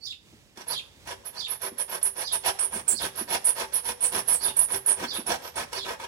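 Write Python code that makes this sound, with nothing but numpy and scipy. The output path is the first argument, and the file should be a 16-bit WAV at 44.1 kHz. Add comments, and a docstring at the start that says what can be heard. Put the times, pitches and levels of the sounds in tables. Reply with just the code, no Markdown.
"""Yard: a hacksaw is worked to and fro through the nails between two boards of a wooden pallet.
Teeth catch as uneven noise bursts that rasp and ring the boards; the pallet thuds and booms with the strokes.
Slips of the binding blade ring a steel resonance near 10 kHz; jams shriek, the blade knocks, the pallet bumps.
A small bird repeats one chirp over a quiet hush; the left microphone is muffled."""
import sys
import numpy as np
from scipy import signal
from scipy.fft import rfft, irfft, next_fast_len
from scipy.io import wavfile
from scipy.ndimage import uniform_filter1d

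SR = 44100
rng = np.random.default_rng(int(sys.argv[2]) if len(sys.argv) > 2 else 0)


def dump_mix(stems):
    """Bounce the given channels to the path in sys.argv[1] as a 16-bit WAV at rate SR."""
    frames = np.atleast_2d(stems).T  # one column per channel
    limited = np.clip(frames, -1, 1)  # hard clip at full scale
    pcm = np.round(limited * 32767).astype(np.int16)
    wavfile.write(sys.argv[1], SR, pcm)


N = 267687
TIME_S = np.arange(N) / SR

# outdoor hush spectrum: [freq_hz, relative_db]
HUSH_CURVE = [(22, -23), (40, -2.5), (62, 1.5), (110, -1), (200, -6.5), (430, -12), (750, -17),
              (1400, -21.5), (2200, -17), (3000, -16), (8000, -20), (16000, -30.5)]
# one chirp, pitch before detuning: [time_s, pitch_hz, relative_db]
CHIRP = [(0, 4300, -27), (0.035, 4420, -4), (0.059, 5000, 4), (0.066, 3690, 1), (0.084, 3380, -5),
         (.102, 3370, -1), (.11, 3800, 4.5), (.118, 3140, -7.5), (0.127, 2590, -4)]
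# chirp times: [start_s, level_db]
CHIRPS = [(.001, -36.5), (.669, -33), (1.342, -33), (2.209, -34.5), (2.921, -35), (4.375, -36.5),
          (5.044, -34.5), (5.723, -35.5)]
# dull bumps of the rocking pallet: [time_s, relative_db]
BUMPS = [(0.332, -44), (0.574, -38), (1.718, -34.5), (2.935, -33), (3.212, -28), (4.139, -37),
         (5.031, -26.5), (5.186, -26), (5.291, -25.5)]
# knocks of the blade in the slot: [time_s, relative_db]
KNOCKS = [(.573, -35), (2.015, -39), (2.589, -29), (2.879, -31.5), (5.268, -31.5), (5.559, -40),
          (5.73, -24.5)]
# ringing modes of the boards: [freq_hz, width_hz, relative_db]
BOARD_MODES = [(157.5, 5, -8), (261.4, 15, -14), (389, 8.3, 1), (489, 5, 4), (572, 20, 5.5),
               (636.5, 8.7, -6), (762, 45, -13.5), (876, 27, 2), (945, 83, -13), (1314, 25, -11),
               (1613, 160, -5), (1874, 120, -13), (3240, 280, -11.5)]
# low ringing modes of the whole frame: [freq_hz, width_hz, relative_db]
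FRAME_MODES = [(68, 17, 12.5), (131, 3.4, 28), (167, 11.4, 19)]
# wood spectrum: [freq_hz, relative_db]
WOOD_CURVE = [(120, -23), (320, -25), (440, 4), (620, 1.5), (850, 0), (1200, -1.5), (1700, -5),
              (2500, -8.5), (4000, -26), (7000, -12.5), (16000, -76)]
# gritty treble spectrum: [freq_hz, relative_db]
GRIT_CURVE = [(1200, -19), (2800, -1), (4400, 0.5), (4950, 0), (5600, 5), (6900, -13.5), (8500, -5),
              (10300, -4.5), (11800, -5.5), (13200, -21), (15500, -26)]
# thud spectrum: [freq_hz, relative_db]
THUD_CURVE = [(25, -27), (60, -6), (140, -6.5), (260, 1), (400, -3.5), (900, -20.5)]
BACK, CUT = 0, 1
# saw strokes, pitch at full bite: [start_s, length_s, direction, rasp_db, screech_db, pitch_hz]
STROKES = [(.556, .103, BACK, -46.5, -70, 10400), (.66, .105, CUT, -37.5, -35, 10330),
           (1.055, .098, CUT, -37, -49.5, 10600), (1.236, .072, BACK, -46.5, -35, 10820),
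           (1.32, .117, CUT, -46.5, -56.5, 10340), (1.466, .104, BACK, -42.5, -31.5, 10270),
           (1.597, .102, CUT, -36.5, -32.5, 10620), (1.768, .08, BACK, -41, -27, 9680),
           (1.878, .112, CUT, -36, -35, 10620), (2.014, .098, BACK, -40.5, -26, 10000),
           (2.148, .108, CUT, -36.5, -32.5, 10060), (2.308, .074, BACK, -37, -24, 9680),
           (2.432, .088, CUT, -29, -27.5, 10280), (2.577, .11, BACK, -40.5, -25.5, 9430),
           (2.704, .116, CUT, -38, -33, 9290), (2.864, .1, BACK, -41.5, -25.5, 9697),
           (2.989, .108, CUT, -32.5, -33.5, 9980), (3.14, .105, BACK, -39, -31.5, 10500),
           (3.274, .11, CUT, -31.5, -30.5, 10400), (3.429, .106, BACK, -38, -22, 9720),
           (3.551, .106, CUT, -32, -39, 10460), (3.719, .09, BACK, -40, -23, 10050),
           (3.828, .11, CUT, -36.5, -30, 10370), (3.992, .116, BACK, -41, -24, 9500),
           (4.105, .12, CUT, -32.5, -28.5, 10200), (4.26, .122, BACK, -37.5, -21.5, 9860),
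           (4.399, .125, CUT, -35.5, -27.5, 10100), (4.551, .12, BACK, -39, -21.5, 9690),
           (4.678, .12, CUT, -34.5, -28.5, 10050), (4.847, .112, BACK, -37.5, -21.5, 9660),
           (4.962, .125, CUT, -34, -53, 9550), (5.116, .104, BACK, -38, -32.5, 10520),
           (5.256, .116, CUT, -30, -52, 9270), (5.412, .104, BACK, -41, -49, 11740),
           (5.54, .114, CUT, -33.5, -49, 9950), (5.713, .098, BACK, -35, -43.5, 10200),
           (5.833, .129, CUT, -35.5, -52, 10470), (5.988, .081, BACK, -38, -60, 10300)]
# rows back, cut: [speeding_up_share, thud_db, grit_db, first_grab_db, bind_after_s]
DIRECTIONS = [(.44, -23.5, -2.5, -2.5, .014), (.55, -18, -5, -4, .017)]
# harder strokes sound woodier and lower: [rasp_db, grit_db, wood_ring_hz, wood_ring_db]
# (last row serves strokes above its rasp_db, first row all others)
PRESSURE = [(-29, -0.5, 1050, 2.5), (-32.5, 1, 793, 3), (-32, 2.5, 750, 11)]
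# how freely the pallet rocks under the saw: [time_s, thud_db]
ROCKING = [(.6, 4), (1.1, -8), (2.1, -1), (2.5, -14), (2.75, 13), (3.2, 8), (3.55, -2), (4.1, 6.5),
           (5.1, 8.5), (5.4, 3), (5.9, 4)]
# gritty treble as the sawing goes on: [time_s, grit_db]
GRITTINESS = [(.6, -2), (1.3, 1), (2, -1), (2.45, 2), (2.7, -6), (3.3, 1), (4, 3), (5.05, -5), (5.45, 0),
              (5.9, -3.5)]
# deep bite low and loud at once, light bite swells late and sinks far: [pitch_hz, swell_share, sag_hz]
BITE = [(9490, 0.32, 300), (10270, .45, 450), (10940, .72, 600)]
# short shrieks of the jamming blade: [start_s, length_s, level_db, pitch_hz]
JAMS = [(.68, .012, -31, 10100), (2.031, .02, -28.5, 9300), (2.59, .016, -24.5, 9500),
        (2.878, 0.06, -24, 8030), (3.445, 0.023, -24.5, 9700), (4.046, .03, -29, 8030),
        (4.337, 0.039, -29, 8500), (4.865, .016, -20.5, 9900), (5.264, 0.029, -28.5, 9700),
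        (5.557, 0.029, -32.5, 9300)]
# left microphone response: [freq_hz, gain_db]
LEFT_MUFFLE = [(100, -1.5), (2300, 0.5), (3100, -3.5), (4000, -9.5), (5000, -13), (7000, -13.5),
               (9300, -4.5), (11000, -14), (12000, -18), (16000, -21)]

FREE_BEFORE_S = .017  # blade comes free this long before the stroke ends
OVERRUN_S = .006  # teeth still graze the nail while the arm turns round
GRAB_S = 0.00027  # time constant of the steel starting to ring
LEFT_DELAY_S, LOW_CUT_HZ, HIGH_CUT_HZ = .00015, 45, 15900


def from_db(db):
    """Decibels to gain."""
    return 10 ** (np.asarray(db) / 20)


def rms_one(x):
    """Scale to unit rms."""
    return x / np.sqrt(np.mean(x ** 2) + 1e-20)


def drift(rate_hz):
    """Random wander of unit rms: straight lines between random knots."""
    knots = rng.standard_normal(int(N / SR * rate_hz) + 2)
    return rms_one(np.interp(TIME_S * rate_hz, np.arange(len(knots)), knots))


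def colour(x, curve):
    """Filter by a (Hz, dB) curve interpolated over log frequency."""
    hz, db = np.transpose(curve)
    size = next_fast_len(N + SR // 10)
    bins_hz = np.maximum(np.fft.rfftfreq(size, 1 / SR), 1)
    gains = from_db(np.interp(np.log(bins_hz), np.log(hz), db))
    return irfft(rfft(x, size) * gains, size)[..., :N]


def voiced_by(x, curve):
    """Colour a white force without changing its power."""
    hz, db = np.transpose(curve)
    gains = from_db(np.interp(np.log(np.arange(1, SR // 2)), np.log(hz), db))
    return colour(x, curve) / np.sqrt(np.mean(gains ** 2))


def low_pass(x, order, cutoff_hz):
    """Butterworth low-pass."""
    return signal.sosfilt(signal.butter(order, cutoff_hz, fs=SR, output="sos"), x)


def high_pass(x, order, cutoff_hz):
    """Butterworth high-pass."""
    return signal.sosfilt(signal.butter(order, cutoff_hz, "high", fs=SR, output="sos"), x)


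def resonance(x, hz, width_hz):
    """Two-pole resonance with gain 1 on top."""
    r = np.exp(-np.pi * width_hz / SR)
    feedforward = np.array([1, 0, -1]) * (1 - r * r) / 2
    feedback = [1, -2 * r * np.cos(2 * np.pi * hz / SR), r * r]
    return signal.lfilter(feedforward, feedback, x + 1e-18)


def catches(per_s, uneven, spread_db):
    """Clicks of unit mean power: teeth catch at an uneven pace and with uneven force."""
    passed = np.cumsum(per_s * np.exp(uneven * drift(400))) / SR
    force = from_db(spread_db * np.clip(rng.standard_normal(N), -2, 2))
    clicks = np.diff(np.floor(passed), prepend=0) * force
    return rms_one(clicks / np.sqrt(per_s))


def crumble(clicks, decay_s):
    """Each click breaks into a short burst of noise of the same energy."""
    r = np.exp(-2 / (decay_s * SR))
    power = signal.lfilter([1 - r], [1, -r], clicks ** 2 + 1e-18)
    return np.sqrt(power) * rng.standard_normal(N)


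def swing(start_s, length_s, rise_share):
    """Samples of one stroke and the blade speed (0-1) along them."""
    turns_s = start_s + length_s * np.array([0, np.clip(rise_share, .05, .95), 1])
    at = np.arange(*np.searchsorted(TIME_S, turns_s[::2]))
    half_turns = np.interp(TIME_S[at], turns_s, [0, .5, 1])
    return at, np.abs(np.sin(np.pi * half_turns))


def grab(at):
    """Quick start of a screech over the given samples."""
    return 1 - np.exp(-np.arange(len(at)) / (GRAB_S * SR))


def yard(x, near_db, near_t60_s, far_db, far_t60_s, apart_hz, shadow_db=-4.5):
    """Direct sound, scatter from boards and ground, faint tail from walls; bass is alike at both ears."""
    t = np.arange(SR * 3 // 4) / SR
    near = from_db(near_db - 60 * t / near_t60_s) / np.sqrt(near_t60_s)
    far = from_db(far_db - 60 * t / far_t60_s) / np.sqrt(far_t60_s)
    fade = (near + far) * np.sqrt(2 * np.log(1000) / SR) * (t > .001)
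    scatter = rng.standard_normal((3, len(t))) * fade
    apart = high_pass(scatter[:2], 2, apart_hz)
    alike = low_pass(scatter[2], 2, apart_hz)
    echoes = signal.fftconvolve(x[None], apart + from_db(-3) * alike, axes=1)[:, :N]
    shadowed = colour(x, [(400, 0), (1200, shadow_db)])  # left ear gets less direct treble
    return np.array([shadowed, x]) + echoes


def hush():
    """Quiet outdoor noise, partly common to both ears, slowly wavering."""
    noise = rng.standard_normal(N) + 0.68 * rng.standard_normal((2, N))
    return from_db(-57.5) * voiced_by(noise, HUSH_CURVE) * from_db(2.0 * drift(11))


def bird(upper_ratio=1.23, upper_db=-11, second_db=-18, third_db=-24, burr=0.035):
    """Looping, burry whistle with faint overtones; the second side of the syrinx sings above it."""
    s, hz, db = np.transpose(CHIRP)
    t = np.arange(int(s[-1] * SR)) / SR
    out = np.zeros(N)

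    def phase(ratio):
        burred = 1 + burr * drift(900)[:len(t)]
        return 2 * np.pi * np.cumsum(np.interp(t, s, hz) * ratio * burred) / SR

    detunes = rng.normal(1, 0.01178, len(CHIRPS))
    for (start_s, level_db), detune in zip(CHIRPS, detunes):
        lower = phase(detune)
        upper = phase(detune * upper_ratio)
        whistle = np.sin(lower) + from_db(second_db) * np.sin(2 * lower)
        whistle += from_db(third_db) * np.sin(3 * lower) + from_db(upper_db) * np.sin(upper)
        at = max(round(start_s * SR), 0)
        out[at:at + len(t)] += from_db(level_db + np.interp(t, s, db)) * whistle
    return out


def clicks_at(events, gain_db):
    """Single-sample clicks from (s, dB) rows."""
    clicks = np.zeros(N)
    for time_s, db in events:
        clicks[round(time_s * SR)] = from_db(db + gain_db)
    return clicks


def bumps(low_hz=225, low_width_hz=120, high_hz=275, high_width_hz=200, rattle_db=-8):
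    """Soft contact stirs the low, heavily damped bending of the boards, and they rattle faintly."""
    clicks = clicks_at(BUMPS, gain_db=40.5)
    force = clicks + from_db(rattle_db) * crumble(clicks, decay_s=0.059)
    return resonance(resonance(force, low_hz, low_width_hz), high_hz, high_width_hz)


def boards(force, shifting_db=1.5):
    """Pallet modes, driven together; their balance shifts as the blade leans."""
    return sum(from_db(db + shifting_db * drift(18)) * resonance(force, hz, width_hz)
               for hz, width_hz, db in BOARD_MODES)


def knocks(wood_db=-5.0, boards_db=0):
    """The blade hits the side of the slot as it turns round."""
    force = crumble(clicks_at(KNOCKS, gain_db=16), decay_s=0.0036)
    wood = from_db(wood_db) * voiced_by(force, WOOD_CURVE)
    return voiced_by(force, GRIT_CURVE) + wood + from_db(boards_db) * boards(force)


def steel_ring(pitch_hz, speed, ring_s, waver_hz, octave_db, tear_db, clump_db):
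    """Each slip of the blade rings a steel resonance at the given pitch."""
    slips = catches(170 + 240 * speed, uneven=0.31, spread_db=-1.5)
    kicks = slips * np.exp(2j * np.pi * rng.random(N))
    rings = signal.lfilter([1], [1, -np.exp(-1 / (ring_s * SR))], kicks + 1e-18)
    rings = low_pass(rings, 2, 1300)  # a ring takes a few cycles to build up
    power = np.abs(rings) ** 2
    rings = rings / np.sqrt(1 + power / np.mean(power) / 2)  # friction caps the swing
    carrier = np.exp(2j * np.pi * np.cumsum(pitch_hz + waver_hz * drift(120)) / SR)
    ring = rings * carrier
    # tearing metal: a wider, rougher band 380 Hz above the ring
    tear = low_pass(crumble(slips, decay_s=0.0013) + 1j * crumble(slips, decay_s=0.0024), 3, 1250)
    tear = tear * carrier * np.exp(2j * np.pi * 380 * TIME_S)
    clumps = drift(130)  # slips come in clumps a few milliseconds long
    clumping = from_db(clump_db * (clumps - uniform_filter1d(clumps, size=SR // 25)))
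    octave = from_db(octave_db) * rms_one((ring ** 2).real)
    return clumping * (rms_one(ring.real) + octave + from_db(tear_db) * rms_one(tear.real))


def jams(release_power=0.52):
    """A jam shrieks at full force and eases off as the grip fades."""
    level, grip = np.zeros((2, N))
    pitch_hz = np.full(N, np.median([row[-1] for row in JAMS]))
    for start_s, length_s, db, hz in JAMS:
        at = np.arange(*np.searchsorted(TIME_S, [start_s, start_s + length_s]))
        grip[at] = np.linspace(1, 0, len(at))
        pitch_hz[at] = hz
        level[at] = from_db(db) * grab(at) * grip[at] ** release_power
    return level * steel_ring(pitch_hz, grip, ring_s=0.0011, waver_hz=260, octave_db=-13, tear_db=-6,
                              clump_db=1.5)


def screech(speed_power=0.8, sink_on_hz=-60):
    """In every stroke the blade grabs, swells as its pitch sinks, and lets go."""
    level, speed = np.zeros((2, N))
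    pitch_hz = np.full(N, np.median([row[-1] for row in STROKES]))
    bite_hz, swell_shares, sags_hz = np.transpose(BITE)
    for start_s, length_s, way, _, db, hz in STROKES:
        *_, grab_db, bind_s = DIRECTIONS[way]
        swell = np.interp(hz, bite_hz, swell_shares)
        sag_hz = np.interp(hz, bite_hz, sags_hz)
        at, pace = swing(start_s + bind_s, length_s - bind_s - FREE_BEFORE_S, swell)
        along = np.linspace(0, 1, len(at))
        first_grab = from_db(grab_db) * (along < swell)
        level[at] += from_db(db) * grab(at) * np.maximum(pace ** speed_power, first_grab)
        pitch_hz[at] = hz + np.interp(along, [0, .5, 1], [sag_hz, 0, sink_on_hz])
        speed[at] = pace
    ring = steel_ring(pitch_hz, speed, ring_s=0.002, waver_hz=280.5, octave_db=-21, tear_db=-5.0,
                      clump_db=3.5)
    return from_db(-.5) * level * ring


def rasp(speed_power=1.4, slow_per_s=80, fast_per_s=260, chatter_db=2.0, stressed_width_hz=150):
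    """Teeth tear over the nail, faster and harder in mid-stroke, and shake the wood."""
    speed, push, thud, grit, stressed = np.zeros((5, N))
    swings = [swing(start_s - OVERRUN_S, length_s + 2 * OVERRUN_S, DIRECTIONS[way][0])
              for start_s, length_s, way, *_ in STROKES]
    for at, pace in swings:
        speed[at] = pace
    teeth = catches(slow_per_s + fast_per_s * speed, uneven=.35, spread_db=2.0)
    bite = rms_one(crumble(teeth, decay_s=0.0017) + from_db(-3) * rng.standard_normal(N))
    bite = bite * from_db(chatter_db * drift(140))  # the blade grabs and skips
    for (at, pace), (_, _, way, rasp_db, *_) in zip(swings, STROKES):
        _, thud_db, grit_db, *_ = DIRECTIONS[way]
        pressed = PRESSURE[-1] if rasp_db > PRESSURE[-1][0] else PRESSURE[0]
        _, pressed_grit_db, ring_hz, ring_db = pressed
        force = from_db(rasp_db) * pace ** speed_power * bite[at]
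        push[at] += force
        thud[at] += force * from_db(thud_db)
        grit[at] += force * from_db(grit_db + pressed_grit_db)
        stressed[at] += from_db(ring_db) * resonance(force, ring_hz, stressed_width_hz)
    wood = from_db(-6) * voiced_by(push, WOOD_CURVE) + from_db(9.5) * boards(push) + stressed
    grit = grit * from_db(np.interp(TIME_S, *np.transpose(GRITTINESS)))
    thud = thud * from_db(np.interp(TIME_S, *np.transpose(ROCKING)))
    # the whole frame takes up the shaking and booms on after each stroke
    boom = sum(from_db(db) * resonance(thud, hz, width_hz) for hz, width_hz, db in FRAME_MODES)
    return wood + voiced_by(grit, GRIT_CURVE) + voiced_by(thud, THUD_CURVE) + boom


def scene():
    """Saw, steel, bird and hush in the yard."""
    saw = yard(rasp() + knocks() + bumps(), near_db=1.5, near_t60_s=0.052, far_db=-11.0, far_t60_s=0.8,
               apart_hz=429)
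    steel = yard(screech() + jams(), near_db=0.5, near_t60_s=0.083, far_db=-7, far_t60_s=0.31,
                 apart_hz=1500)
    chirps = yard(bird(), near_db=5, near_t60_s=0.16, far_db=-9.5, far_t60_s=0.62, apart_hz=1200)
    return from_db(-.6) * saw + steel + from_db(-1.5) * chirps + hush()


def record(dry):
    """The left microphone hears later and duller; deep bass and top are cut on both."""
    left = np.interp(TIME_S - LEFT_DELAY_S, TIME_S, colour(dry[0], LEFT_MUFFLE))
    heard = high_pass(np.array([left, dry[1]]), 2, LOW_CUT_HZ)
    return signal.sosfilt(signal.ellip(10, .3, 80, HIGH_CUT_HZ, fs=SR, output="sos"), heard)


dry = scene()
out = record(dry)
dump_mix(out)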